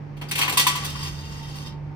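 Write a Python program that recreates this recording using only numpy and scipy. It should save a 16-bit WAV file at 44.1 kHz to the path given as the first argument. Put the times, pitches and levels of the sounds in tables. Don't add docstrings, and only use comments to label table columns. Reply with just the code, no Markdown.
import sys
import numpy as np
from scipy import signal
from scipy.fft import rfft, irfft
from scipy.io import wavfile

SR = 44100
rng = np.random.default_rng(int(sys.argv[2]) if len(sys.argv) > 2 else 0)


def wrap_up_sound(samples):
    columns = np.atleast_2d(samples).T
    tamed = np.clip(columns, -1, 1)
    steps = np.round(tamed * 32767).astype(np.int16)
    wavfile.write(sys.argv[1], SR, steps)


N = 85995
T = np.arange(N) / SR
FREQS = np.maximum(np.arange(N // 2 + 1) * SR / N, 1)

# t/s, level/dB, bass/dB, treble/dB, crack/dB, chute/dB, track/dB, box/dB
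BLOWS = [(0.166, -46.5, -6, -6, -61, -14, -4, -13.5), (0.212, -30.5, 6.5, -11.5, -38, -13, -6, -26),
         (0.284, -42, -4.5, 4, -50, -18, -17, -8.5), (0.311, -27.5, -3.5, 2, -15.5, -15, 3, -12),
         (0.353, -28.5, 3, 3, -19, -22.5, 5, -17.5), (0.377, -26, -13, 2, -28.5, -13, -2, -7),
         (0.387, -22.5, 4.5, -1.5, -15.5, -3.5, -11, -21.5), (0.399, -29.5, -3.5, -14, -37, 5, -5, -20),
         (0.411, -18.5, -13, -2.5, -23, -7, 2.5, -18), (0.429, -21, -1, -10, -26, -4, 1.5, -12),
         (0.478, -23, 2, -7, -29.5, -0.5, 3, -8), (0.494, -28, 3, -3, -18.5, 3, -5, -21),
         (0.52, -26.5, 6.5, 2, -32, -8, -1, -14), (0.571, -17.5, -1.5, 5.5, -10, 1.5, -11, 1.5),
         (0.593, -21.5, 0, 7, -11, -25.5, -14, 1), (0.666, -18, -5, 3, -15, 4.5, -4.5, -1),
         (0.752, -26, -6.5, -0.5, -32, 3.5, -7.5, -5.5), (0.845, -35, 8, 8.5, -23, -5.5, -24.5, -2),
         (0.896, -41.5, -1, 5, -32, -16, -14, 0.5), (0.952, -39, -9, -13, -53, 5.5, 1.5, -9),
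         (1.028, -41, -7, 4.5, -32, -12, -4, -1), (1.05, -41, -3, 0, -39, 2, 2, 3.5),
         (1.555, -49, -9, 7, -44, -17.5, -11.5, -2.5)]
# f/Hz, level/dB
CABINET_COLOUR = [(100, -38), (250, -9.5), (480, -4.5), (700, -10), (1000, 3.5), (1450, -3), (2000, 1),
                  (3000, 3), (4600, -2.5), (7000, -8), (9500, -9.5), (11500, -10.5), (14000, 0.5),
                  (16000, -22.5)]
CRACK_COLOUR = [(300, -22), (2000, 2), (3200, 5.5), (4500, -4), (7000, -5.5), (9000, 2), (11500, -10.5),
                (14300, -0.5), (16000, -11)]
# f/Hz, t60/s
CABINET_T60 = [(200, 0.51), (1000, 0.1), (3000, 0.14), (7000, 0.17), (14000, 0.021)]
TAIL_T60 = [(200, .6), (1000, 1), (3000, 0.43), (7000, 0.51), (14000, 0.15)]
# f/Hz, level/dB, t60/s
CHUTE_MODES = [(1001, 1, 0.14), (1131, -1, 0.097), (1144, -6, 0.35)]
TRACK_MODES = [(1790, -5, .12), (1950, -3, .09), (2140, -5, .15), (2366, -4.5, .25), (2510, -6, .2),
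               (2573, -8, .25), (2830, -7, .15), (2940, -8, .18), (3040, -1, .07), (3253, -6, .14),
               (4400, -12, .16)]
BOX_MODES = [(1500, -13, .15), (1764, -7, .22), (1945, -8, .4), (2573, -9, .25), (2760, -11, .2),
             (2945, -8, .3), (3112, -7, .45), (3265, -10, .25), (3415, -7, .22), (3499, -7, .18),
             (3595, -8, .33), (3956, -12, .22), (4361, -9, .25), (4651, -10, .25), (4803, -12, .28),
             (6240, -15, .2), (6470, -13, .2), (9189, -14, .18)]
COIN_MODES = [(7467, -3, 0.2), (13300, -5, .05), (14416, -1, 0.06), (14900, -5, .05)]
PAWL_MODES = [(4764, 0, .17), (4880, -7, .1), (5190, -11, .12)]
# t/s, level/dB
CHINKS = [(0.388, -33), (0.45, -38), (0.479, -36), (0.495, -24)]
PINGS = [(0.285, -39), (0.944, -44), (1.027, -30.5), (1.187, -40.5), (1.252, -43), (1.368, -46)]
# t/s, level/dB
WHIR_FADER = [(.74, -52), (.82, -33.5), (.93, -40), (1.0, -35.5), (1.07, -36.5), (1.16, -43), (1.4, -43.5),
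              (1.56, -43), (1.68, -43)]
RUMBLE_FADER = [(0, -65), (.76, -46.5), (.87, -40.5), (1.25, -39), (1.45, -47), (1.95, -46)]
# f/Hz, level/dB
WHIR_COLOUR = [(200, 11), (600, -14.5), (1100, 13), (1550, 1), (2400, 2), (4000, -2), (5200, 2.5),
               (8000, -10.5), (10500, -18.5), (13000, -8), (16000, -23)]
ROOM_COLOUR = [(25, -20), (43, 8.5), (62, -21), (100, 2.5), (200, -0.5), (300, -9.5), (450, -9),
               (640, -15.5), (900, -14), (1400, -22), (2300, -24), (3500, -37), (5500, -38.5),
               (8000, -55.5), (15000, -59)]
# f/Hz, width/Hz, level/dB
WHIR_RESONANCES = [(1910, 60, 10), (2800, 90, 7), (3135, 60, 12), (3620, 90, 7), (3960, 40, 4),
                   (4540, 90, 3), (4760, 55, 5), (5190, 50, 5), (6420, 70, 6), (6700, 65, 7), (8230, 70, 9),
                   (8550, 60, 9), (9890, 130, 9)]
# f/Hz, level/dB, left over right/dB
HUM_TONES = [(146.05, -36.5, -4.5), (101.3, -51, -0.5), (294.3, -54.5, -6), (350, -59, 0.5),
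             (788.6, -62, -2.5)]
# f/Hz, left-right likeness (1 is mono)
DOOR_LIKENESS = [(150, 1), (400, 0.38), (1000, 0.19), (2500, 0.12), (5000, 0.091), (9000, 1), (15000, 0.9)]
ROOM_LIKENESS = [(60, 0.98), (150, 0.91), (300, 0.33), (1000, 0.15), (4000, 0.15)]
# f/Hz, left over right/dB
DOOR_BALANCE = [(150, -2), (700, 2.5), (1300, 0.5), (2400, 3), (4400, -1), (15000, 0)]
# f/Hz, left lead/rad
DOOR_PHASE = [(150, 0), (1150, 1.09), (1500, 4), (2100, 4.5), (2800, 2.5), (3500, 5), (4400, 0.1),
              (5900, 5), (7500, 2), (9300, 0.5), (11600, -2), (14100, -7.5), (15800, -8)]

CABINET_DB, TAIL_DB, CABINET_ATTACK_S = -0.5, -7, 0.01
BASS_BELOW_HZ, TREBLE_FROM_HZ, TREBLE_OCTAVES = 1330, 1640, 1.97
CRACK_DB, CRACK_ATTACK_S, CRACK_T60_S = -0.5, .0055, 0.038
RING_DB, RING_SCATTER_DB, RING_ATTACK_S = -3, 1, 0.0035
GRAINS_PER_S, GRAIN_MIX, GRAIN_SPREAD_DB = 300, .7, 4.5
WHIR_RING_DB, WHIR_WANDER_DB, WHIR_WANDER_HZ = 2, 2.5, 19
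WHIR_STOP_S, WHIR_T60_S, WHIR_TREBLE_HZ, WHIR_TREBLE_T60_S = 1.68, .27, 6070, 0.16
THROB_DB, THROB_PEAK_S, THROB_PERIOD_S = 0.9, 1.32, .0595
WHINE_HZ, WHINE_DB, WHINE_WAVER_DB, WHINE_START_S, WHINE_FADE_S = 900, -55.5, 3.5, .8, .2
RUMBLE_HZ, RUMBLE_WAVER_RAD, RUMBLE_WAVER_DB, RUMBLE_WAVER_HZ = 75.3, 1.4, 0.5, 5.8
HUM_WAVER_DB, MOTOR_WAVER_RAD = -0.9, 0.058
WALLS_DB, WALLS_DECAY_S, WALLS_ABOVE_HZ, WALLS_LIKENESS = -3.5, 0.011, 1200, 0.63
ROOM_DB, ROOM_LOW_CUT_HZ, HIGH_CUT_HZ = -41.5, 42.4, 15900
SIDES = np.array([[.5], [-.5]])


def clatter():
    edges = np.concatenate([np.geomspace(90, 6000, 15), np.linspace(7500, 16500, 7)])
    centres = np.sqrt(edges[1:] * edges[:-1])
    shares = from_db(at_hz(CABINET_COLOUR, centres)) * np.sqrt(np.diff(edges))
    shares = shares / np.linalg.norm(shares)
    noises = [stereo_noise(DOOR_LIKENESS) for _ in range(2)]
    attack = np.hanning(int(CABINET_ATTACK_S * SR))
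    out = 0
    for k, hz in enumerate(centres):
        treble = np.clip(np.log2(hz / TREBLE_FROM_HZ) / TREBLE_OCTAVES, 0, 1)
        bass = np.clip(np.log2(BASS_BELOW_HZ / hz), 0, 1)
        energy = np.zeros(N)
        for s, db, bass_db, treble_db, *_ in BLOWS:
            start = int(s * SR)
            gain = from_db(db + bass * bass_db + treble * treble_db)
            energy[start:start + len(attack)] += gain ** 2 * attack / attack.sum()
        quick, tail = (signal.lfilter([1], [1, -decay(1 / SR, at_hz(t60, hz)) ** 2], energy)
                       for t60 in (CABINET_T60, TAIL_T60))
        envelope = np.sqrt(quick + tail * from_db(TAIL_DB) ** 2)
        bandpass = signal.butter(3, edges[k:k + 2], "band", fs=SR, output="sos")
        band = rms_one(signal.sosfilt(bandpass, noises[k % 2]))
        out = out + shares[k] * band * envelope
    return from_db(CABINET_DB) * out


def cracks():
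    energy = 0
    for s, _, _, _, crack_db, *_ in BLOWS:
        attack = np.clip((T - s) / CRACK_ATTACK_S, 0, 1)
        energy = energy + (from_db(crack_db) * attack * decay(T - s, CRACK_T60_S)) ** 2
    noise = coloured(stereo_noise(DOOR_LIKENESS), from_db(at_hz(CRACK_COLOUR, FREQS)))
    return from_db(CRACK_DB) * np.sqrt(energy) * noise


def struck(s, db, modes):
    out, start = np.zeros(N), int(s * SR)
    age = T[:min(N - start, SR * 2 // 3)]
    attack = np.sin(np.pi / 2 * np.clip(age / RING_ATTACK_S, 0, 1))
    for hz, mode_db, t60 in modes:
        gain = from_db(db + mode_db + RING_SCATTER_DB * rng.standard_normal())
        tone = np.sin(2 * np.pi * (hz * age + rng.random()))
        out[start:start + len(age)] += gain * attack * decay(age, t60) * tone
    return out


def coin_path_rings():
    return sum(struck(s, RING_DB + db + part_db, modes)
               for s, db, _, _, _, *parts_db in BLOWS
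               for modes, part_db in zip((CHUTE_MODES, TRACK_MODES, BOX_MODES), parts_db))


def coin_chinks():
    return sum(struck(s, db, COIN_MODES) for s, db in CHINKS)


def whir():
    grains = (rng.random(N) < GRAINS_PER_S / SR) * rng.choice([-1, 1], N)
    grains = grains * from_db(GRAIN_SPREAD_DB * rng.standard_normal(N))
    contacts = stereo_noise(DOOR_LIKENESS) + GRAIN_MIX * rms_one(grains)
    spectrum = rfft(contacts) * from_db(at_hz(WHIR_COLOUR, FREQS))
    rings = 0
    for hz, width_hz, db in WHIR_RESONANCES:
        resonance = 1 / (1 + 1j * (FREQS ** 2 - hz ** 2) / (FREQS * width_hz))
        gain = from_db(db + WHIR_RING_DB + WHIR_WANDER_DB * drift(WHIR_WANDER_HZ))
        rings = rings + gain * irfft(spectrum * resonance, N)
    running = rms_one(irfft(spectrum, N) + rings)
    throb_db = THROB_DB * np.cos(2 * np.pi * (T - THROB_PEAK_S) / THROB_PERIOD_S)
    level = from_db(in_time(WHIR_FADER) + throb_db) * (T > WHIR_FADER[0][0])
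    body = irfft(rfft(running) / (1 + (FREQS / WHIR_TREBLE_HZ) ** 8), N)
    top = running - body
    since_stop = T - WHIR_STOP_S
    return level * (body * decay(since_stop, WHIR_T60_S) + top * decay(since_stop, WHIR_TREBLE_T60_S))


def pawl_pings():
    return sum(struck(s, db, PAWL_MODES) for s, db in PINGS)


def motor_whine():
    level = from_db(WHINE_DB + WHINE_WAVER_DB * drift(13))
    fade_in = np.clip((T - WHINE_START_S) / WHINE_FADE_S, 0, 1)
    tone = np.sqrt(2) * np.sin(2 * np.pi * WHINE_HZ * T + MOTOR_WAVER_RAD * drift(5))
    return level * fade_in * tone


def rumble():
    tone = np.sqrt(2) * np.sin(2 * np.pi * RUMBLE_HZ * T + RUMBLE_WAVER_RAD * drift(RUMBLE_WAVER_HZ))
    return from_db(in_time(RUMBLE_FADER) + RUMBLE_WAVER_DB * drift(RUMBLE_WAVER_HZ)) * tone


def compressor():
    out = 0
    for hz, db, pan_db in HUM_TONES:
        tone = np.sqrt(2) * np.sin(2 * np.pi * (hz * T + rng.random()) + MOTOR_WAVER_RAD * drift(4.4))
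        out = out + tone * from_db(db + HUM_WAVER_DB * drift(2.8) + pan_db * SIDES)
    return out


def room_tone():
    response = from_db(at_hz(ROOM_COLOUR, FREQS)) / np.hypot(1, (ROOM_LOW_CUT_HZ / FREQS) ** 4)
    return from_db(ROOM_DB) * coloured(stereo_noise(ROOM_LIKENESS), response)


def between_walls(x):
    centre = np.sqrt(WALLS_LIKENESS) * rng.standard_normal(N)
    wide = np.sqrt(1 - WALLS_LIKENESS) * rng.standard_normal((2, N))
    bounces = rms_one((centre + wide) * np.exp(-T / WALLS_DECAY_S)) / np.sqrt(N)
    highpass = 1 / (1 + WALLS_ABOVE_HZ / (1j * FREQS))
    return irfft(rfft(x) * (1 + from_db(WALLS_DB) * rfft(bounces) * highpass), N)


def through_door(x):
    lead = np.interp(FREQS, *np.transpose(DOOR_PHASE))
    pan = from_db(SIDES * at_hz(DOOR_BALANCE, FREQS))
    return irfft(rfft(x) * np.exp(1j * SIDES * lead) * pan, N)


def stereo_noise(likeness):
    alike = np.clip(at_hz(likeness, FREQS), -1, 1)
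    mid, side = rfft(rng.standard_normal((2, N)))
    return rms_one(irfft(np.sqrt(1 + alike) * mid + np.sqrt(1 - alike) * side * [[1], [-1]], N))


def coloured(x, response):
    return rms_one(irfft(rfft(x) * response, N))


def drift(rate_hz):
    return coloured(rng.standard_normal(N), 1 / (1 + (FREQS / rate_hz) ** 2))


def decay(age, t60):
    return np.exp(-np.log(1000) * np.maximum(age, 0) / t60)


def at_hz(points, hz):
    f, value = np.transpose(points)
    return np.interp(np.log(hz), np.log(np.maximum(f, 1)), value)


def in_time(points):
    return np.interp(T, *np.transpose(points))


def from_db(db):
    return 10 ** (np.asarray(db) / 20)


def rms_one(x):
    return x / np.sqrt(np.mean(x ** 2) + 1e-20)


def scene():
    noisy = between_walls(cracks() + clatter() + whir())
    pitched = coin_path_rings() + coin_chinks() + pawl_pings()
    return through_door(noisy + pitched) + compressor() + motor_whine() + rumble() + room_tone()


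def record(dry):
    high_cut = signal.ellip(10, .2, 70, HIGH_CUT_HZ, fs=SR, output="sos")
    return signal.sosfilt(high_cut, np.clip(dry, -1, 1))


dry = scene()
out = record(dry)
wrap_up_sound(out)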